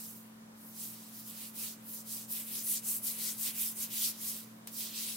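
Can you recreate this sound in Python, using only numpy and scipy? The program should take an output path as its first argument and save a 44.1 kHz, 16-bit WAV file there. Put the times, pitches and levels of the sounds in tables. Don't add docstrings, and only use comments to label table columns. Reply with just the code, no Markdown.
import sys
import numpy as np
from scipy import signal
from scipy.fft import rfft, irfft
from scipy.io import wavfile

SR = 44100
rng = np.random.default_rng(int(sys.argv[2]) if len(sys.argv) > 2 else 0)


def store_pcm(level_fs):
    pcm = np.round(np.clip(level_fs, -1, 1) * 32767).astype(np.int16)
    wavfile.write(sys.argv[1], SR, np.atleast_2d(pcm).T)


def gain_from_decibels(decibels):
    exponent = np.asarray(decibels, float) / 20
    return 10 ** exponent


N = 227586


def at_hz(points, hz):
    points_hz, values = np.array(points).T
    return np.interp(np.log(hz), np.log(points_hz), values)


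def drift(rate_hz):
    r = np.exp(-2 * np.pi * rate_hz * 40 / SR)
    noise = rng.standard_normal(N // 40 + 2002)
    slow = signal.lfilter([1], [1, -2 * r, r * r], noise)[2000:]
    return np.interp(np.arange(N) / 40, np.arange(len(slow)), slow / slow.std())


def bands(low_hz, per_octave):
    edges = low_hz * 2 ** (np.arange(40) / per_octave)
    edges = edges[edges < 19800]
    return [(np.sqrt(low * high), signal.butter(3, [low, high], "band", fs=SR, output="sos"))
            for low, high in zip(edges, edges[1:])]


def spread(mid, side, alike):
    alike = np.clip(alike, -.98, .98)
    shared = np.sqrt(1 + alike) * mid
    unshared = np.sqrt(1 - alike) * side * [[1], [-1]]
    return (shared + unshared) / np.sqrt(2)


def slips(grain_db):
    size_db = grain_db * np.minimum(rng.exponential(1, N), 5)
    jerks = rng.standard_normal((2, 2, N)) * gain_from_decibels(size_db)
    return jerks / jerks.std() * np.sqrt(SR / 2)


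# (time [s], boost [dB], around [Hz])
CATCHES = [(.055, 3.5, 5000), (.81, 3.5, 5500), (1.65, 6, 1600), (2.322, 5, 12000), (2.37, 4.5, 3300),
           (2.71, 2, 11000), (2.778, 7.5, 5500), (2.962, 4.5, 11000), (3.475, 2, 2500), (3.915, 3.5, 4300),
           (4.055, 5.5, 4500), (4.29, 4.5, 9000), (4.99, 3, 4480)]


def catches_db(t, hz):
    catch_s, catch_octaves = 0.017, 0.89
    s, db, around_hz = np.transpose(CATCHES)[:, :, None]
    octaves = np.log2(hz / around_hz) / catch_octaves
    return np.sum(db * np.exp(-((t - s) / catch_s) ** 2 - octaves ** 2), axis=0)


# (start [s], length [s], fine hiss at full speed [dB], moment of full speed [0-1],
# palm contact [dB])
STROKES = [(-0.13, 0.47, -49.0, 0.25, -3.5), (0.505, 0.25, -55.5, 0.88, -6.5),
           (0.691, 0.33, -46, 0.46, -2.5), (0.913, 0.41, -55.5, 0.07, 0.5), (1.081, 0.19, -51, 0.63, -3.2),
           (1.211, 0.16, -48.5, 0.49, -2.5), (1.251, 0.31, -48, 0.55, 2), (1.51, 0.27, -41, 0.42, 0.5),
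           (1.79, 0.27, -46, 0.6, -6.5), (2.027, 0.27, -42.5, 0.41, -2), (2.262, 0.22, -40, 0.4, -1.9),
           (2.381, 0.28, -41, 0.71, 0), (2.586, 0.24, -38, 0.51, -0.5), (2.809, 0.22, -38, 0.42, -1),
           (3.004, 0.19, -37.5, 0.38, -1), (3.116, 0.27, -37.6, 0.52, 0.5), (3.335, 0.21, -36, 0.58, -0.7),
           (3.499, 0.27, -36, 0.47, -2.7), (3.725, 0.17, -39, 0.52, 0.2), (3.843, 0.3, -35, 0.71, -0.3),
           (4.148, 0.35, -42, 0.32, 0.4), (4.687, 0.26, -41, 0.49, 0), (4.876, 0.53, -43, 0.24, 0.4)]
# (hollow of the hands at the start [Hz], at the end [Hz], its boost [dB],
# gain of palm contact along the stroke [dB])
GRIPS = [(5880.0, 5000, 3, -16), (6860.0, 4700, 6.5, -7.6), (6800, 2600, 5, -5), (3870.0, 4560.0, 5, -5),
         (4460.0, 4800, 7.5, -5), (4520.0, 3500, 5.5, 8.9), (3040.0, 3400, 3.2, -3.4),
         (3100, 5900, 4.5, 2.9), (3190.0, 6700, 6.5, 14), (4160.0, 5600, 6.5, 1.5), (5170.0, 1700, 4.5, 6),
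         (1560.0, 7000, 4.5, -1.5), (11200.0, 7700, 4, 10.5), (7160.0, 12000, 4.5, 3),
         (13400, 1700, 3.5, 3.1), (1930.0, 10600, 4, -1), (13310.0, 1680.0, 3, 10), (1830.0, 5900, 4.5, -2),
         (7100.0, 6700, 2.1, 12.5), (2570.0, 5900, 6.5, 1), (7160.0, 2700, 3.9, 1), (4170, 3900, 7.5, 11),
         (3700, 4300, 8, -8)]
# (low edge [Hz], high edge [Hz])
ZONES_HZ = [(1600, 3200), (3200, 5500), (5500, 9000), (9000, 15500)]
ZONE_DB = [-21, -11.5, -7, 0]
PALM_SHARE = [1.25, 1.27, 0.7, 0]


def stroke_level(t, hz):
    speed_power, rub_db = 3.58, -0.41
    hollow_octaves = 0.66
    zone_linger_db, linger_t60_s = [-6, -14, -15, -15.5], 1
    centres = np.sqrt(np.prod(ZONES_HZ, axis=1))
    zone_per_hz_db = ZONE_DB - 10 * np.log10(np.diff(ZONES_HZ)[:, 0])
    base_db = at_hz(np.c_[centres, zone_per_hz_db], hz)
    share = at_hz(np.c_[centres, PALM_SHARE], hz)
    linger_db = at_hz(np.c_[centres, zone_linger_db], hz)

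    start, length, hiss_db, fastest, palm_db = np.transpose(STROKES)[:, :, None]
    from_hz, to_hz, boost_db, gain_db = np.transpose(GRIPS)[:, :, None]
    along = np.clip((t - start) / length, 0, 1)
    fastest = np.clip(fastest, .05, .95)
    speed = np.sin(np.pi / 2 * np.minimum(along / fastest, (1 - along) / (1 - fastest)))
    hollow_hz = from_hz * (to_hz / from_hz) ** along
    octaves = np.log2(hz / hollow_hz) / hollow_octaves
    contact_db = share * (palm_db + gain_db * (along - .5))
    db = hiss_db + rub_db + base_db + contact_db + boost_db * np.exp(-octaves ** 2)
    power = np.sum(speed ** speed_power * gain_from_decibels(db + catches_db(t, hz)) ** 2, axis=0) + 1e-16

    keep = gain_from_decibels(-120 * (t[1] - t[0]) / linger_t60_s)
    lingering = signal.lfilter([1 - keep], [1, -keep], power)
    return 10 * np.log10(power + gain_from_decibels(linger_db) ** 2 * lingering)


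# (frequency [Hz], level [dB])
SKIN = [(320, 3.5), (600, -12.5), (1100, -6), (1700, -3), (2300, 3), (3200, -0.5), (4300, -1), (7000, 0.6),
        (10000, 1.85), (13000, 1.5), (15800, 2)]
# (frequency [Hz], correlation [-1 to 1])
SKIN_LIKENESS = [(600, 0.7), (2500, 0.82), (4500, 0.4), (8000, 0.33), (15000, 0.71)]
# (time [s], left over right [dB],
# share from the hands' direction [0-1])
PLACE = [
    (0.0, -0.5, 0.7),
    (0.07, -1.5, 0.7),
    (1.28, -0.5, 0.8),
    (1.38, -2, 0.55),
    (3.42, 1.5, 0.96),
    (3.48, -1, 0.77),
    (4.2, 0, 0.64),
    (4.71, -2.5, 0.9),
    (5.16, 1, 0.54),
]


def rubbing(patchy_db, tremor_db):
    coarse_t = np.arange(0, N / SR + .005, .005)
    t = np.arange(N) / SR
    source, tremor, out = slips(grain_db=2.3), tremor_db * drift(25), 0
    place_s, place_db, place_share = np.transpose(PLACE)
    pan_db = np.interp(t, place_s, place_db)
    direct = np.interp(t, place_s, place_share)
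    for k, (hz, sos) in enumerate(bands(low_hz=298.5, per_octave=3)):
        stroke_db = np.interp(t, coarse_t, stroke_level(coarse_t, hz))
        gain = gain_from_decibels(stroke_db + at_hz(SKIN, hz) + tremor + patchy_db * drift(11.4))
        mid, side = gain * signal.sosfilt(sos, source[k % 2])
        out = out + spread(mid, side, direct * at_hz(SKIN_LIKENESS, hz))
    return out * gain_from_decibels(pan_db * [[.5], [-.5]])


# (frequency [Hz], level [dB rms], wobble [dB])
HUM = [(75.0, -92.0, 3.0), (109.0, -80.0, 2.0), (120.0, -68.0, 1.8), (178.0, -68.5, 1.5),
       (220.85, -55.3, .3), (257.0, -77.0, 2.5), (293.0, -73.5, 1.8), (394.0, -82.0, 3.0),
       (525.0, -83.0, 3.0), (950.0, -80.0, 2.0)]


def hum():
    t, out = np.arange(N) / SR, 0
    for hz, db, wobble_db in HUM:
        phase = 2 * np.pi * (hz * t + rng.random()) + 0.091 * wobble_db * drift(3.3)
        out = out + np.sqrt(2) * gain_from_decibels(db + wobble_db * drift(5.7)) * np.sin(phase)
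    return out


# (frequency [Hz], level [dB per Hz])
ROOM = [(25, -30), (48, -31), (64, -26), (88, -28), (115, -18), (200, -12.5), (270, -13.0), (342, -18),
        (620, -15.5), (749, -22.0), (1000, -17.5), (2330, -26), (5000, -30), (15800, -32.5)]
# (frequency [Hz], correlation [-1 to 1])
ROOM_LIKENESS = [(30, .3), (55, 0.18), (100, 1), (200, 0.73), (330, 0.4), (600, -0.061), (3000, -0.42),
                 (15000, -0.17)]
# (time [s], level [dB])
SWELL = [
    (1.8, 1.5),
    (3.0, 4.5),
    (4.4, 4.0),
    (5.2, 3.5),
]


def room_tone(patchy_db):
    room_db, calm_db = -64, -1
    swell_hz, swell_octaves, swell_s = 470, 0.39, 0.29
    t = np.arange(N) / SR
    rumble_db = calm_db + sum(db * np.exp(-((t - s) / swell_s) ** 2) for s, db in SWELL)
    white, out = rng.standard_normal((2, 2, N + SR // 2)), 0
    for k, (hz, sos) in enumerate(bands(low_hz=18.8, per_octave=3)):
        mid, side = signal.sosfilt(sos, white[k % 2])[:, -N:]
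        reach = np.exp(-(np.log2(hz / swell_hz) / swell_octaves) ** 2)
        gain = gain_from_decibels(at_hz(ROOM, hz) + reach * rumble_db + patchy_db * drift(6.6))
        out = out + gain * spread(mid, side, at_hz(ROOM_LIKENESS, hz))
    middle = signal.sosfilt(signal.butter(4, [400, 3000], "band", fs=SR, output="sos"), out)
    return gain_from_decibels(room_db + 3.0) * out / middle.std()


# (time [s], peak level [dB])
PAT = [
    (4.6700, -50.0),
    (4.6712, -45.0),
    (4.6727, -32.0),
    (4.6737, -26.5),
    (4.6750, -38.0),
    (4.6762, -39.0),
]
# (frequency [Hz], width [Hz], level [dB])
PAT_MODES = [(900, 580, -11), (2330, 560, -7), (4200, 1200, -2.5), (8500, 1900, 1), (13100, 4000, 2)]


def pat():
    tail_db, tail_t60_s = -41.5, 0.17
    clicks, tick = np.full(N, 1e-18), 0
    for s, db in PAT:
        clicks[round(s * SR)] = gain_from_decibels(db) * 3.5
    for k, (hz, width_hz, db) in enumerate(PAT_MODES):
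        r = np.exp(-np.pi * width_hz / SR)
        b = (1 - r * r) / 2 * np.array([1, 0, -1])
        a = [1, -2 * r * np.cos(2 * np.pi * hz / SR), r * r]
        tick = tick + (-1) ** k * gain_from_decibels(db) * signal.lfilter(b, a, clicks)
    since = np.arange(N) / SR - PAT[2][0]
    dying = (since > 0) * gain_from_decibels(tail_db - 60 * np.abs(since) / tail_t60_s)
    bright = signal.butter(1, 2500, "high", fs=SR, output="sos")
    walls = signal.sosfilt(bright, rng.standard_normal((2, N))) * dying
    return tick * gain_from_decibels([[.3], [-.3]]) + walls


def scene():
    left, right = rubbing(patchy_db=1.5, tremor_db=.5) + pat()
    lag_samples = .45
    turn = np.exp(-2j * np.pi * np.arange(N // 2 + 1) / N * lag_samples)
    hands = np.array([left, irfft(rfft(right) * turn, N)])
    return hands + hum() + room_tone(patchy_db=0.93)


def low_pass(x):
    return signal.sosfilt(signal.butter(12, 15830, fs=SR, output="sos"), x)


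def record(dry):
    top_hz = 15830
    passed = np.arange(N // 2 + 1) * SR / N < top_hz
    mix = irfft(rfft(dry) * passed, N)
    return low_pass(mix)


dry = scene()
out = record(dry)
store_pcm(out)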